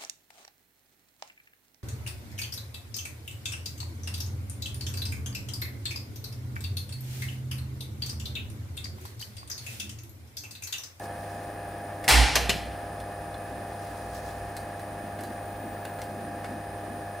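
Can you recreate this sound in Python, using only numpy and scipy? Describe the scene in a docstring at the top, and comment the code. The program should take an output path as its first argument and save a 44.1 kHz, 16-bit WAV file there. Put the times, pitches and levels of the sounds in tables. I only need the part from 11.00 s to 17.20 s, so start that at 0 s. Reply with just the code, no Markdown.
"""A spring-forming machine hums throughout: wavering tones for motors and drives, noise for fans and casings.
Wire hisses through its guides at the start and again later, as treble noise that follows its speed.
After a light tick the cutter shears off a part: short noise cracks, ringing steel and a dense crash.
The frame shudders and sways in a low throbbing tone while two hard clacks follow.
After the cut, servo slides growl in low-mid noise and tools tick; the workshop echoes every contact."""
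import sys
import numpy as np
from scipy import signal
from scipy.fft import rfft, irfft
from scipy.io import wavfile

SR = 44100
rng = np.random.default_rng(int(sys.argv[2]) if len(sys.argv) > 2 else 0)


def bounce(signal):
    """Save signal as a 16-bit WAV file at the path given by the first command-line argument."""
    frames = np.transpose(np.atleast_2d(signal))
    limited = np.clip(frames, -1, 1)
    pcm = np.round(limited * 32767).astype(np.int16)
    wavfile.write(sys.argv[1], SR, pcm)


N = 273420
TIME = np.arange(N) / SR  # s

# Stereo spread of the running machine all around: (frequency [Hz], side minus mid [dB])
MACHINE_WIDTH = [(90, -62), (200, -19.5), (700, -7), (1300, -8.5), (4400, -3), (9000, -10.5), (15000, -8.5)]
# Stereo spread of the tools in front: (frequency [Hz], side minus mid [dB])
TOOL_WIDTH = [(100, -13), (220, -2.5), (1200, -10), (3500, -13.5), (15000, -10.5)]

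# Motor hum on multiples of twice the line frequency: (multiple [-], level [dB])
HUM_TONES = [(1, -46), (2, -58.5), (4, -55.5), (5, -53.5), (6, -54), (7, -43.5), (8, -46.5), (12, -65),
             (17, -59.5), (18, -65)]
HUM_BASE_HZ = 100
# Tones of the running motors and fans, and one drive whine at 2514 Hz: (frequency [Hz], level [dB])
SHAFT_TONES = [(156, -54.5), (312, -54), (528, -53), (588, -57.5), (623, -51), (666, -59.5), (770, -63),
               (829, -57), (862, -64), (931, -61.5), (1157, -64), (1217, -68), (1254, -63), (2514, -64.5)]
# Switching whine of the servo drives: (frequency [Hz], level [dB], change per dB of load [dB])
DRIVE_WHINE = [(5000, -71, -0.44), (10020, -68.5, -1.3), (14400, -81, .5), (15000, -69.5, 0.8)]
# Load on the servo drives, highest in the long bend: (time [s], load [dB])
DRIVE_LOAD = [(0, -1), (1, 1), (2.2, -3), (3, 0), (4.2, 2), (4.87, 12), (5.4, 0), (6.2, 1)]

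# Fans and workshop: (frequency [Hz], relative density [dB])
FAN_SPECTRUM = [(20, -36), (36, -5.5), (60, 4), (125, -4.5), (300, -4), (430, -3), (750, -2), (1050, -8),
                (1400, -11), (2100, -15.5), (3100, -23), (7000, -30.5), (10500, -27.5), (13500, -36)]
FAN_LEVEL_DB = -43
# Resonances that the running drives keep sounding: (frequency [Hz], width [Hz], level [dB])
CASING_RESONANCES = [(1712, 213, -51.5), (9360, 540, -59), (14800, 250, -68.5)]
# Slide strokes, growling most at top speed: (time of top speed [s], length [s], peak level [dB])
SLIDE_STROKES = [(2.55, 0.33, -44), (4.03, .24, -45.5), (4.25, 0.4, -43.5), (4.67, .24, -41),
                 (5.23, 0.56, -42.5), (5.52, .26, -42), (5.92, 0.28, -43)]
# Servo growl: (frequency [Hz], relative density [dB])
GROWL_SPECTRUM = [(130, -17), (205, 16), (270, 13.5), (340, 13.5), (600, -36.5)]
GROWL_IDLE_DB = -54  # servos holding their places
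# Wire and slides rubbing through guides: (time of top speed [s], length [s], peak level [dB])
FEED_STROKES = [(.038, 0.09, -52), (.3, 0.66, -59), (3.1, 1.8, -58.5), (3.165, .1, -53), (3.28, .14, -58),
                (4.28, .3, -61)]
# Rub in the guides: (frequency [Hz], relative density [dB])
RUB_SPECTRUM = [(1200, -28), (3000, -3), (5000, 2.5), (8000, -1.5), (12000, -5), (16000, -6)]
RUB_FLOOR_DB = -65  # guides between strokes

# Tools touching the wire: (time [s], level [dB], treble tilt [dB/octave], t60 [s],
# ring [dB], pitch around which the struck spot rings [Hz])
WIRE_TICKS = [(1.0404, -36, 0, 0.1, -5, 2200), (2.0007, -39.5, 0, 0.032, -11, 3500),
              (2.3422, -40, -2, .025, -6, 3780), (2.8715, -44, 1, .02, -10, 4600),
              (3.2875, -43, 1.5, 0.023, -4, 4600), (3.5659, -33.5, 1, 0.054, -6, 4500),
              (3.7934, -44.5, 2, .05, -3, 4600), (3.815, -50, 6, .05, -10, 7700),
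              (4.189, -40, -3, 0.046, 2, 1510), (4.207, -42, 6, .045, 0, 1510),
              (4.2352, -42, 5, .06, 1, 4620), (4.8513, -33.5, 0, .035, -10.5, 2870),
              (4.986, -40, -4.5, .12, -8, 1500), (5.0165, -32.5, -1.5, 0.037, -2, 5900),
              (5.036, -48, 7, .06, -9, 6000), (5.4433, -31.5, -5, .035, -4, 1520),
              (5.454, -49, 9, .025, -1, 2170)]
# Crack of a light contact: (frequency [Hz], relative density [dB])
TICK_SPECTRUM = [(300, -21), (700, 8), (1100, -4), (1600, 4.5), (2300, -1.5), (3100, -8), (4600, -4),
                 (6500, -8.5), (10000, -5), (14000, -16), (16000, -18)]
# Blows of the cutter and its slide: (time [s], level [dB], treble tilt [dB/octave], t60 [s],
# ring [dB], pitch around which the struck spot rings [Hz])
CUTTER_BLOWS = [(1.079, -12, -0.5, 0.021, -4.5, 1880), (1.0852, -18.5, 8, 0.06, -19, 7700),
                (1.3548, -12.5, 0.5, 0.054, -9, 1900), (1.3625, -18, -2.5, 0.092, -23, 2900),
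                (1.4935, -15, -2, 0.058, -4, 2950), (1.5005, -20.5, 0, 0.049, -8, 4170)]
# Crack of a hard blow: (frequency [Hz], relative density [dB])
BLOW_SPECTRUM = [(88, -33), (150, -9), (406, -15), (649, -7), (1480, -12), (1660, -1), (2060, -8.5),
                 (2980, -4), (3620, -9.5), (4240, -6), (14800, -21.5), (16000, -43)]
# Ringing modes of the tool steel: (frequency [Hz], level [dB], t60 [s])
STEEL_MODES = [(1510, -1, 0.046), (1960, -6, 0.095), (2180, 0, 0.099), (2740, -6, 0.16), (3030, -6, 0.13),
               (3515, -1, 0.068), (4120, -5, 0.11), (4640, -16, 0.36), (5800, -16, 0.085), (8040, -9, .18),
               (11300, -12, 0.28)]
# Decay of the workshop echo: (frequency [Hz], t60 [s])
ROOM_DECAY = [(150, 1), (1000, 0.45), (3000, 0.53), (6000, 0.38), (12000, 0.43)]

# The machine's crowded steel modes set ringing by the cut: (frequency [Hz], relative density [dB])
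CRASH_SPECTRUM = [(90, -7), (135, 3), (180, -13), (260, -5), (450, -5.5), (680, 0.5), (830, 8),
                  (1100, -3.5), (1850, 4), (3700, -3.5), (5100, -1), (6200, -7.5), (10300, -6.5),
                  (12500, -16.5), (16000, -22)]
# Their decay: (frequency [Hz], t60 [s])
CRASH_DECAY = [(200, 1.0), (900, 0.96), (2000, 1), (5000, 0.92), (9000, 0.65), (14000, 0.4)]
CRASH_START_S, CRASH_LEVEL_DB, CRASH_RISE_S = 1.083, -13, 0.0057

# Swells of the heavy frame rocking on its feet: (time of peak [s], length [s], peak level [dB])
FRAME_SWELLS = [(1.195, 0.21, -16.5), (1.44, 0.3, -34.5), (3.27, 1, -46.5)]
# Panels shaken along with the frame: (frequency [Hz], level against the rocking [dB])
PANEL_MODES = [(131, -18.5), (248, -24.5), (272, -22)]
FRAME_LOWEST_HZ = 60.5
# The frame keeps swaying after the cut, and the sway throbs as it dies
SWAY_LEVEL_DB, SWAY_T60_S = -36.5, 3.9
THROB_RATE_HZ, THROB_DEPTH = 6, 0.3

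BAND_EDGE_HZ = 15900


def amp(db):
    """Decibels to gain."""
    return 10 ** (np.asarray(db) / 20)


def unit(x):
    """Scales to rms 1."""
    return x / np.sqrt(np.mean(x ** 2) + 1e-20)


def fade(t, t60):
    """Exponential decay by 60 dB in t60 seconds."""
    return np.exp(-np.log(1000) * t / t60)


def at_hz(points, hz):
    """Reads a spectrum on a log-frequency axis."""
    f, value = np.transpose(points)
    return np.interp(np.log(hz + 1), np.log(f + 1), value)


def curve(rows):
    """Reads a control at every sample."""
    return np.interp(TIME, *np.transpose(rows))


def add(mix, s, sound):
    """Mixes a sound in at time s, cut off at the end of the mix."""
    part = mix[:, round(s * SR):][:, :sound.shape[1]]
    part += sound[:, :part.shape[1]]


def drift(rate_hz):
    """Random wander of rms 1, rolled off around rate_hz."""
    hz = np.fft.rfftfreq(N, 1 / SR)
    spectrum = rfft(rng.standard_normal(N)) * np.exp(-(hz / rate_hz) ** 2)
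    return unit(irfft(spectrum, N))


def noise(gain, size=N, width=MACHINE_WIDTH):
    """Stereo noise of rms 1 with the spectrum gain(hz) and a width for each band."""
    hz = np.fft.rfftfreq(size, 1 / SR)
    mid, side = rfft(rng.standard_normal((2, size)))
    side = side * amp(at_hz(width, hz))
    left_right = np.array([mid + side, mid - side])
    return unit(irfft(left_right * gain(hz), size))


def coloured(points):
    """Noise with a smooth spectrum."""
    return noise(lambda hz: amp(at_hz(points, hz)))


def resonant(centre_hz, width_hz):
    """Noise singing in one steep-sided resonance."""
    return noise(lambda hz: 1 / (1 + (2 * (hz - centre_hz) / width_hz) ** 4) ** .5)


def tone(hz, wander, flutter_db, rate_hz):
    """A line whose phase [rad] and level waver; higher ones differ more in phase between sides, up to a limit."""
    apart = min(hz / 6000, .2) * np.array([[1], [-1]])
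    phase = 2 * np.pi * (hz * TIME + rng.random()) + wander * drift(rate_hz)
    return np.sqrt(2) * np.sin(phase + apart) * amp(flutter_db * drift(rate_hz))


def stroke(peak_s, length_s):
    """A smooth move: speeds up from rest, peaks, and brakes to rest."""
    return np.cos(np.pi * np.clip((TIME - peak_s) / length_s, -.5, .5)) ** 2


def strokes(rows):
    """Gain of a series of smooth moves."""
    return sum(amp(db) * stroke(s, length) for s, length, db in rows)


def crowded(hz, depth_db, spacing_hz):
    """Random peaks and valleys of many close modes."""
    grid = np.arange(0, SR, spacing_hz)
    heights = rng.standard_normal(SR)[:len(grid)]
    return amp(depth_db * np.interp(hz, grid, heights))


def dying(x, lives):
    """Lets each band of x fade with its own t60."""
    hz, t, bands = signal.stft(x, SR, nperseg=256)
    t60 = at_hz(lives, hz)[:, None]
    return signal.istft(bands * fade(t, t60), SR, nperseg=256)[1]


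def motors():
    """Steady mains hum, looser shaft tones, and a whine that shifts in level with the drives' load."""
    hum = sum(amp(db) * tone(k * HUM_BASE_HZ, wander=.08, flutter_db=-0.14, rate_hz=11)
              for k, db in HUM_TONES)
    shafts = sum(amp(db) * tone(hz, wander=0.47, flutter_db=1, rate_hz=3.4) for hz, db in SHAFT_TONES)
    load_db = curve(DRIVE_LOAD)
    whine = sum(amp(db + share * load_db) * tone(hz, wander=.35, flutter_db=1.5, rate_hz=16)
                for hz, db, share in DRIVE_WHINE)
    return hum + shafts + whine


def fan_wash():
    """Broad air noise whose level flutters slightly."""
    return amp(FAN_LEVEL_DB + .5 * drift(28)) * coloured(FAN_SPECTRUM)


def casings():
    """Resonances fed with noise, each wavering in level on its own."""
    return sum(amp(db + 1.0 * drift(66)) * resonant(hz, width) for hz, width, db in CASING_RESONANCES)


def guide_rub():
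    """Rough treble noise of wire and slides in their guides, louder as they move faster."""
    level = np.hypot(amp(RUB_FLOOR_DB), strokes(FEED_STROKES))
    roughness = amp(1.6 * drift(120))
    return level * roughness * coloured(RUB_SPECTRUM)


def servo_growl():
    """Low-mid noise that swells with each slide's speed over the growl of holding still."""
    return np.hypot(amp(GROWL_IDLE_DB), strokes(SLIDE_STROKES)) * coloured(GROWL_SPECTRUM)


def workshop(x):
    """Diffuse echo of the shop floor: noise that builds up quickly, then dies band by band."""
    tail = dying(noise(np.ones_like, size=SR, width=TOOL_WIDTH), ROOM_DECAY)
    tail *= 1 - np.exp(-np.arange(tail.shape[1]) / SR / 0.0042)
    tail /= np.linalg.norm(tail[0])
    return signal.fftconvolve(x.mean(0)[None], tail, axes=1)[:, :N]


def steel_mode(hz, t):
    """Clamped parts split a mode into a beating cluster of three."""
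    detune, phase = rng.uniform(-1, 1, (2, 3, 1))
    lines = np.sin(2 * np.pi * (hz * (1 + .03 * detune) * t + phase))
    return lines.sum(0) / np.sqrt(3)


def strikes(rows, spectrum, room_db, spread=0.19, others_db=-13):
    """Each contact is a crack of crowded short modes that fills the room, then the ring of the tool steel."""
    cracks, rings = np.zeros((2, N)), np.zeros((2, N))
    t = np.arange(SR // 2) / SR
    onset = 1 - np.exp(-t / 0.00045)
    for s, db, tilt_db, t60, ring_db, spot_hz in rows:
        def crack_gain(hz):
            colour = amp(at_hz(spectrum, hz) + tilt_db * np.log2(hz / 3000 + .1))
            return colour * crowded(hz, depth_db=1.8, spacing_hz=130)

        crack = noise(crack_gain, size=len(t), width=TOOL_WIDTH)
        add(cracks, s, amp(db) * onset * crack * fade(t, t60))
        for hz, mode_db, life in STEEL_MODES:
            # the struck spot favours modes within a fraction of an octave (spread) of its own pitch
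            favour = amp(others_db) + np.exp(-(np.log2(hz / spot_hz) / spread) ** 2)
            gain = amp(db + ring_db + mode_db) * favour
            ring = gain * onset * steel_mode(hz, t) * fade(t, life)
            add(rings, s, ring[None])
    return cracks + rings + amp(room_db) * workshop(cracks)


def wire_ticks():
    """Tools touch the wire: light cracks and the ring of the steel."""
    return strikes(WIRE_TICKS, TICK_SPECTRUM, room_db=-5.5)


def cutter_blows():
    """The cutter and its slide strike hard, cracking and ringing the steel."""
    return strikes(CUTTER_BLOWS, BLOW_SPECTRUM, room_db=-6.0)


def crash(hold_s=0.013):
    """The sheared wire lets go: the steel swells for a moment, then rings out, its top dying first."""
    def mode_gain(hz):
        return amp(at_hz(CRASH_SPECTRUM, hz)) * crowded(hz, depth_db=2.4, spacing_hz=35)

    ring = dying(noise(mode_gain, size=SR, width=TOOL_WIDTH), CRASH_DECAY)
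    t = np.arange(ring.shape[1]) / SR
    swell = (1 - np.exp(-t / CRASH_RISE_S)) * (1 - 0.29 * np.exp(-t / hold_s))
    out = np.zeros((2, N))
    add(out, CRASH_START_S, amp(CRASH_LEVEL_DB) * swell * ring)
    return out


def frame(lean_db=2.0):
    """The frame rocks in its lowest mode and shakes its panels; a hard shake leans to the right."""
    age = np.maximum(TIME - FRAME_SWELLS[0][0], 0)  # s since the first swell's peak
    throb = 1 + THROB_DEPTH * np.cos(2 * np.pi * THROB_RATE_HZ * age)
    sway = (age > 0) * amp(SWAY_LEVEL_DB) * throb * fade(age, SWAY_T60_S)
    level = np.hypot(strokes(FRAME_SWELLS), sway)
    shaken = np.clip(level / amp(-34), 0, 1)  # full lean from -34 dB up
    sides = amp(lean_db * shaken * np.array([[-1], [1]]))
    rocking = tone(FRAME_LOWEST_HZ, wander=.35, flutter_db=.8, rate_hz=7)
    panels = sum(amp(db) * tone(hz, wander=0.99, flutter_db=-0.5, rate_hz=19) for hz, db in PANEL_MODES)
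    return level * (rocking * sides + panels)


def scene():
    """The running machine, its cut and its ticks, in the workshop."""
    running = motors() + fan_wash() + casings() + guide_rub() + servo_growl()
    contacts = wire_ticks() + cutter_blows()
    return running + contacts + crash() + frame()


def record(dry):
    """Band limit: a steep low-pass filter takes off the extreme treble."""
    lowpass = signal.firwin(511, BAND_EDGE_HZ, window=("kaiser", 9), fs=SR)
    return signal.oaconvolve(dry, lowpass[None], "same")


dry = scene()
out = record(dry)
bounce(out)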